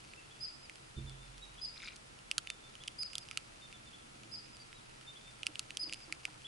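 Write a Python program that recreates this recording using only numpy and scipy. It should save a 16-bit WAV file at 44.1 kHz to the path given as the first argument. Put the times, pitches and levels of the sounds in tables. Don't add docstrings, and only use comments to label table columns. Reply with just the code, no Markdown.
import sys
import numpy as np
from scipy import signal
from scipy.fft import rfft, irfft, next_fast_len
from scipy.io import wavfile
from scipy.ndimage import uniform_filter1d

SR = 44100
rng = np.random.default_rng(int(sys.argv[2]) if len(sys.argv) > 2 else 0)


def generate_wav(sig):
    pcm = np.round(np.clip(np.atleast_2d(sig).T, -1, 1) * 32767).astype(np.int16)
    wavfile.write(sys.argv[1], SR, pcm)


N = 285327
TIME = np.arange(N) / SR

# t/s, level/dB, crumb f/Hz, brittleness/dB, hollow ring/dB (the last two relative to the level)
BITES = [(.1359, -43, 2550, -12.5, -24), (0.6967, -39.5, 2200, -8.5, -19), (.7569, -49.5, 3000, -0.5, -10),
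         (1.096, -52.5, 2900, 5, -7), (1.3806, -50.5, 3230, 0, -18), (1.8749, -39, 2360, -13, -8),
         (1.96, -55.5, 3450, 8.5, -14), (1.9641, -53, 3170, 4, -14), (2.1893, -51.5, 2980, -1.5, -15),
         (2.3137, -24, 2770, -6, -23), (2.381, -25.5, 3200, 2.5, -5), (2.4726, -34.5, 2930, -10.5, -30),
         (2.5019, -30.5, 2730, -3, -20), (2.7535, -43, 2940, -8.5, -14), (2.8373, -43, 2960, -4, -19),
         (2.8775, -40, 3040, 1.5, -24), (2.8806, -30.5, 3130, -7, -37), (3.0321, -44.5, 2340, 6, -4.5),
         (3.1328, -42, 2900, -1.5, -24), (3.1541, -29.5, 3440, -4, -20), (3.182, -35, 3500, 3, -17),
         (3.2872, -44.5, 2860, -5, -22), (3.3121, -36.5, 2270, -4.5, -9), (3.3737, -26, 2990, -3, -13),
         (3.727, -44, 2630, -6.5, -30), (4.2342, -50.5, 2420, -1.5, -17), (4.5687, -53.5, 2850, 4, -9),
         (4.7289, -45.5, 2600, -11, -22), (5.012, -50, 3080, -3, -2), (5.432, -30.5, 2800, -11.5, -23),
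         (5.461, -46, 2800, -2, -8), (5.4674, -23.5, 2700, -4.5, -18.5), (5.556, -34.5, 2780, -10, -25),
         (5.5939, -34, 2680, 5.5, -12), (5.7061, -35.5, 2890, -8.5, -30), (5.7711, -30.5, 3230, 0, -31),
         (5.8959, -39.5, 2740, -9, -24), (5.9259, -32.5, 2580, -5, -31), (5.9351, -37.5, 2740, 2.5, -24),
         (5.9433, -40.5, 2850, -1, -24), (6.1248, -28.5, 2260, -5, -16), (6.253, -26.5, 2450, -9, -22)]
BITE_PAN_DB = (-5.5, -4, -1.5, -6)
HOLLOW_HZ, HOLLOW_WIDTH_HZ, CRUMB_WIDTH_HZ = 1313, 135, 530
EDGE_HZ, EDGE_WIDTH_HZ = 4630, 940
SPLINTER_LOW_HZ, SPLINTER_HIGH_HZ = 6600, 11040
EDGE_DB, SPLINTER_DB = -1.0, -5.5
SECOND_S, SECOND_SPREAD_OCTAVES, SECOND_SHARE = .00036, .35, 0.54

# t/s, level/dB
CHEWING_LEVEL = [(0, -63), (.35, -69), (1.0, -73), (1.3, -67), (2.1, -74), (3.2, -65.5), (4.2, -70),
                 (6.0, -63.5)]

# t/s, level/dB at the peak
SCUFFS = [(1.779, -52.5), (1.833, -47.5), (1.88, -45.5), (1.925, -58.5)]
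# f/Hz, relative level/dB
SCUFF_SPECTRUM = [(530, -55), (900, -23), (1520, -11.5), (1690, -20), (2310, 0.5), (3030, -14.5),
                  (4070, -6), (4380, -12), (4960, -8), (6520, -18), (11000, -33), (14300, -63),
                  (22000, -120)]
SCUFF_RISE_S, SCUFF_FALL_S = 0.02, 0.014

# t/s, thud drive level/dB, grit drive level/dB (before the gains in paws)
PAWS = [(5.484, -56.5, -65), (5.825, -58.5, -77), (5.866, -52, -80), (5.917, -55, -75), (6.075, -58, -71),
        (6.094, -73, -58.5), (6.162, -64, -65), (6.278, -60, -55.5), (6.349, -68, -66)]
# f/Hz, width/Hz, relative level/dB
THUD_MODES = [(172, 27, -13), (314, 24, -3), (450, 100, -22)]
# f/Hz, relative level/dB
GRIT_SPECTRUM = [(300, -34), (700, 2), (1300, 9), (2500, -16), (6000, -34)]

# t/s, length/s, direct level/dB
NEAR_WHISTLES = [(0.402, 0.055, -41.5), (1.61, 0.048, -40), (2.982, 0.051, -37.5), (4.31, 0.047, -47.5),
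                 (5.79, .052, -37)]
# share of its length, relative level/dB
NEAR_SHAPE = [(0, -17.5), (.14, -2.5), (.32, -1), (.55, 2.5), (.74, 0.5), (.85, 4.5), (1, -8)]
NEAR_HZ, NEAR_THROWN_DB = 5025, -38
# t/s, length/s, f/Hz, direct level/dB, closing drop/octaves
FAR_WHISTLES = [(0.065, 0.078, 4340, -69, .06), (0.17, 0.037, 2690, -56, .1),
                (.959, 0.045, 3585, -56, 0.056), (1.064, 0.043, 3524, -52, 0.071),
                (1.19, 0.079, 3580, -66, 0.044), (1.416, 0.038, 3830, -50, 0.022),
                (2.467, 0.072, 3587, -57, .02), (2.623, 0.066, 3550, -61.5, 0.035),
                (3.612, 0.05, 3630, -54.5, .04), (3.728, 0.039, 3540, -56, 0.11),
                (3.855, .037, 3570, -61, .05), (4.588, 0.049, 4730, -58, 0.18),
                (4.737, .062, 3870, -62, .3), (5.065, 0.05, 3620, -50.5, .01),
                (5.25, 0.059, 3590, -59.5, .01)]
# t/s, direct level/dB
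CHIRPS = [(.294, -65), (1.572, -55), (2.798, -56), (3.925, -56), (5.152, -54), (6.442, -46)]
# share of its length, relative level/dB
FAR_SHAPE = [(0, -12), (.3, 1.5), (.7, 0.5), (1, -1.5)]
CHIRP_HZ, CHIRP_S, CHIRP_THROWN_DB = 3470, 0.0277, -56.5
# delay t/s, spread/s, weight/dB
ECHOES = [(.006, 0.0052, -4), (.036, 0.026, -6.5), (0.077, 0.045, -17), (.208, 0.0098, -18)]

# t/s, strike level/dB, contact time/s
KNOCKS = [(0.967, 0.5, .0005), (1.04, -4.5, 0.0035)]
# f/Hz, level/dB for an instant contact, 60 dB decay time/s
STAND_MODES = [(43.7, -54, 3.9), (69, -34, 0.15), (115.6, -46, 0.41), (132.85, -42, 0.91), (219, -47, 0.25),
               (334, -50.5, 0.32), (426, -57, 0.13)]

# f/Hz, width/Hz of each of two filter passes, relative level/dB
RUMBLE_MODES = [(125.4, 20.7, -0.5), (217, 99, -4), (316, 49, -7)]
RUMBLE_DB, SWELL_DB, SWELL_AT_S, SWELL_WIDTH_S = -70, 8.5, 4.27, 0.46

# f/Hz, relative level/dB
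AIR_MID = [(12, -48), (20, -0.5), (81, -5), (124, -3.5), (259, -13), (328, -11.5), (428, -12.5), (635, -14),
           (688, -14.5), (827, -14.5), (2030, -16.5), (2640, -15), (3440, -17), (4980, -19), (11000, -23),
           (14300, -120), (22000, -120)]
# f/Hz, relative level/dB
AIR_SIDE = [(12, -51), (20, -8), (85, -22), (124, -4), (153, -26), (189, -6.5), (303, -9), (346, -6),
            (475, -5.5), (995, -5.5), (1140, -6.5), (2510, -10.5), (11000, -25), (14300, -62),
            (22000, -120)]
AIR_MID_DB, AIR_SIDE_DB = -60, -58.5
# f/Hz, nominal width/Hz, level/dB
HUMS = [(126.3, 18.4, -73), (215, 22, -79), (322.5, 37, -84.5), (1336, 110, -74.5)]
# f/Hz, nominal width/Hz, level/dB
THIN_TONE = (8333, 8, -82)
CUTOFF_HZ = 11200


def from_db(db):
    return 10 ** (np.asarray(db) / 20)


def rms_one(x):
    return x / np.sqrt(np.mean(x ** 2) + 1e-20)


def add(out, s, sound):
    i = int(np.clip(round(s * SR), 0, N - 1))
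    out[..., i:i + sound.shape[-1]] += sound[..., :N - i]


def panned(x, pan_db):
    return x * from_db([[pan_db / 2], [-pan_db / 2]])


def coloured(x, spectrum):
    hz, db = np.transpose(spectrum)
    size = next_fast_len(len(x))
    bins = np.maximum(np.fft.rfftfreq(size, 1 / SR), 1)
    gain = from_db(np.interp(np.log(bins), np.log(hz), db))
    return rms_one(irfft(rfft(x, size) * gain, size)[:len(x)])


def resonate(x, hz, width_hz):
    r = np.exp(-np.pi * width_hz / SR)
    zeros = [(1 - r * r) / 2, 0, (r * r - 1) / 2]
    poles = [1, -2 * r * np.cos(2 * np.pi * hz / SR), r * r]
    return signal.lfilter(zeros, poles, x + 1e-18)


def narrow_noise(hz, width_hz):
    noise = rng.standard_normal(N + SR)
    return rms_one(resonate(resonate(noise, hz, width_hz), hz, width_hz)[SR:])


def band(x, low_hz, high_hz):
    return signal.sosfilt(signal.butter(2, [low_hz, min(high_hz, SR / 2.2)], "band", fs=SR, output="sos"), x)


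def crackle(per_s, spread_db):
    sizes = from_db(spread_db * np.minimum(rng.exponential(1, N), 4)) * rng.choice([-1, 1], N)
    return sizes * (rng.random(N) < per_s / SR)


def bites(crumble_db=-32, crumble_s=0.0045, echo_s=0.008, echo_db=-25):
    out, t = np.zeros((2, N)), np.arange(SR // 40) / SR
    millisecond = SR / 1000
    for s, db, pitch_hz, brittle_db, hollow_db in BITES:
        force = from_db(crumble_db) * rng.standard_normal(len(t)) * np.exp(-t / crumble_s)
        force[0] += 1
        lag_s = SECOND_S * 2 ** (SECOND_SPREAD_OCTAVES * rng.standard_normal())
        force[int(np.clip(round(lag_s * SR), 1, len(t) - 1))] += SECOND_SHARE
        force[int(echo_s * SR)] += from_db(echo_db)

        hollow = resonate(band(band(force, 1250, 3700), 1250, 3700), HOLLOW_HZ, HOLLOW_WIDTH_HZ)
        crumb = resonate(band(force, 1480, 3400), pitch_hz, CRUMB_WIDTH_HZ)
        edge = resonate(band(force, 3270, 7820), EDGE_HZ, EDGE_WIDTH_HZ)
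        splinters = -band(force, SPLINTER_LOW_HZ, SPLINTER_HIGH_HZ)
        parts = [hollow, crumb, edge, splinters]
        parts_db = [hollow_db, 0, EDGE_DB + brittle_db, SPLINTER_DB + brittle_db]
        for part, part_db, pan_db in zip(parts, parts_db, BITE_PAN_DB):
            unit_part = part * np.sqrt(millisecond / np.sum(part ** 2))
            add(out, s, panned(from_db(db + part_db) * unit_part, pan_db))
    return out


def chewing(per_s=150, spread_db=2.0):
    ticks = crackle(per_s, spread_db)
    crumb = resonate(ticks, 2550, 910)
    edge = 0.62 * resonate(ticks, EDGE_HZ, EDGE_WIDTH_HZ)
    splinters = 0.069 * band(ticks, SPLINTER_LOW_HZ, SPLINTER_HIGH_HZ)
    return rms_one(crumb + edge + splinters) * from_db(np.interp(TIME, *np.transpose(CHEWING_LEVEL)))


def scuff(per_s=330, spread_db=0.5, stalk_width_hz=300, snap_db=-3, count=14):
    level = 0
    for s, db in SCUFFS:
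        stroke = np.exp(np.minimum((TIME - s) / SCUFF_RISE_S, (s - TIME) / SCUFF_FALL_S))
        level = level + from_db(db) * stroke
    pitches = np.geomspace(1300, 7000, count)
    stalks = sum(resonate(crackle(per_s / count, spread_db), hz, stalk_width_hz) for hz in pitches)
    snaps = rms_one(crackle(per_s / 2, spread_db))
    crunch = rms_one(stalks) + from_db(snap_db) * snaps
    return panned(coloured(crunch, SCUFF_SPECTRUM) * level, pan_db=3.5)


def paws(rise_s=0.002, fall_s=0.018, grit_s=0.0084):
    thud, grit, t = np.zeros(N), np.zeros(N), np.arange(SR // 8) / SR
    attack = 1 - np.exp(-t / rise_s)
    for s, thud_db, grit_db in PAWS:
        add(thud, s, from_db(thud_db) * attack * np.exp(-t / fall_s))
        add(grit, s, from_db(grit_db) * attack * np.exp(-t / grit_s))
    push = thud * rng.standard_normal(N)
    low = sum(from_db(db) * resonate(push, hz, width_hz) * np.sqrt(SR / width_hz)
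              for hz, width_hz, db in THUD_MODES)
    shifting = 2 * grit * coloured(rng.standard_normal(N), GRIT_SPECTRUM)
    return panned(low, pan_db=-9.5) + panned(shifting, pan_db=1.5)


def whistle(length_s, pitch_hz, shape, scoop_octaves, drop_octaves, overtone_db, scoop_share,
            waver=0.0026, drop_share=0.445):
    u = np.linspace(0, 1, int(length_s * SR))
    jitter = rms_one(uniform_filter1d(rng.standard_normal(SR // 4), size=90))[:len(u)]
    scoop = scoop_octaves * np.maximum(1 - u / scoop_share, 0) ** 2
    drop = drop_octaves * np.maximum(1 - (1 - u) / drop_share, 0) ** 3.1
    hz = pitch_hz * 2 ** -(scoop + drop) * (1 + waver * jitter)
    phase = 2 * np.pi * np.cumsum(hz) / SR
    level = from_db(np.interp(u, *np.transpose(shape))) * signal.windows.tukey(len(u), .08)
    return level * np.sin(phase), level * from_db(overtone_db) * np.sin(2 * phase)


def calls(rows):
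    direct, thrown = np.zeros(N), np.zeros(N)
    for s, direct_db, thrown_db, (tone, overtone) in rows:
        add(direct, s, from_db(direct_db) * (tone + overtone))
        add(thrown, s, from_db(thrown_db) * tone)
    return direct, thrown


def meadow(direct, thrown, scatter_db, scatter_t60, forest_db, forest_t60, likeness=0.515):
    t = np.arange(SR // 2) / SR
    fades = []
    for db, t60 in ((scatter_db, scatter_t60), (forest_db, forest_t60)):
        fades.append((db, np.exp(-np.log(1000) * t / t60) * (1 - np.exp(-t / 0.035))))
    for s, spread, db in ECHOES:
        fades.append((db, (t >= s) * np.exp(-2 * np.abs(t - s) / spread)))
    response = 0
    for db, fade in fades:
        common = np.sqrt(likeness) * rng.standard_normal(len(t))
        noise = common + np.sqrt(1 - likeness) * rng.standard_normal((2, len(t)))
        spectrum = rfft(noise * fade)
        flat = irfft(spectrum / (np.abs(spectrum) + 1e-12), len(t))
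        response = response + from_db(db) * flat * (fade > 0) * (t < .45)
    return direct + signal.fftconvolve(thrown[None], response, axes=1)[:, :N]


def near_whistles(echo_follows=0.3):
    mean_db = np.mean([db for s, length, db in NEAR_WHISTLES])
    rows = []
    for s, length, db in NEAR_WHISTLES:
        call = whistle(length, NEAR_HZ, NEAR_SHAPE, scoop_octaves=0.0616, drop_octaves=0.239,
                       overtone_db=-19.5, scoop_share=0.373)
        rows.append((s, db, NEAR_THROWN_DB + echo_follows * (db - mean_db), call))
    return meadow(*calls(rows), scatter_db=-11, scatter_t60=0.31, forest_db=-25, forest_t60=1.3)


def far_whistles(echo_db=-3.0):
    rows = []
    for s, length, hz, db, drop in FAR_WHISTLES:
        note = whistle(length, hz, FAR_SHAPE, scoop_octaves=0.017, drop_octaves=drop,
                       overtone_db=-25, scoop_share=0.45)
        rows.append((s, db, db + echo_db, note))
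    for s, db in CHIRPS:
        chirp = whistle(CHIRP_S, CHIRP_HZ, FAR_SHAPE, scoop_octaves=0.31, drop_octaves=0.11,
                        overtone_db=-40, scoop_share=0.665)
        rows.append((s, db, CHIRP_THROWN_DB, chirp))
    return meadow(*calls(rows), scatter_db=-9, scatter_t60=0.37, forest_db=-8.5, forest_t60=1.9)


def stand(shudder_db=-56, shudder_s=0.084):
    out, shake, t = np.zeros(N), np.zeros(N), np.arange(2 * SR) / SR
    for s, db, contact_s in KNOCKS:
        ring = 0
        for hz, mode_db, t60 in STAND_MODES:
            gain = from_db(mode_db) / np.hypot(1, (2 * hz * contact_s) ** 2)
            ring = ring + gain * np.sin(2 * np.pi * hz * t) * np.exp(-np.log(1000) * t / t60)
        attack = from_db(db) * (1 - np.exp(-t / 0.0059))
        add(out, s, attack * ring)
        add(shake, s, attack * np.exp(-t / shudder_s))
    shudder_spectrum = [(40, -14), (100, 5), (220, -5), (430, -5), (650, -35)]  # f/Hz, relative level/dB
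    shudder = from_db(shudder_db) * shake * coloured(rng.standard_normal(N), shudder_spectrum)
    return panned(out + shudder, pan_db=-4.5)


def rumble():
    drone = sum(from_db(db) * narrow_noise(hz, width_hz) for hz, width_hz, db in RUMBLE_MODES)
    swell = np.exp(-((TIME - SWELL_AT_S) / SWELL_WIDTH_S) ** 2)
    return panned(rms_one(drone) * from_db(RUMBLE_DB + SWELL_DB * swell), pan_db=-6.0)


def air():
    mid = from_db(AIR_MID_DB) * coloured(rng.standard_normal(N), AIR_MID)
    side = from_db(AIR_SIDE_DB) * coloured(rng.standard_normal(N), AIR_SIDE)
    for hz, width_hz, db in HUMS + [THIN_TONE]:
        mid = mid + from_db(db) * narrow_noise(hz, 1.3 * width_hz)
    return panned(np.array([mid + side, mid - side]), pan_db=-0.3)


def scene():
    feeding = bites() + chewing() + scuff() + paws()
    callers = near_whistles() + far_whistles()
    return feeding + callers + stand() + rumble() + air()


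def record(dry):
    return signal.sosfilt(signal.ellip(10, .2, 70, CUTOFF_HZ, fs=SR, output="sos"), dry)


dry = scene()
out = record(dry)
generate_wav(out)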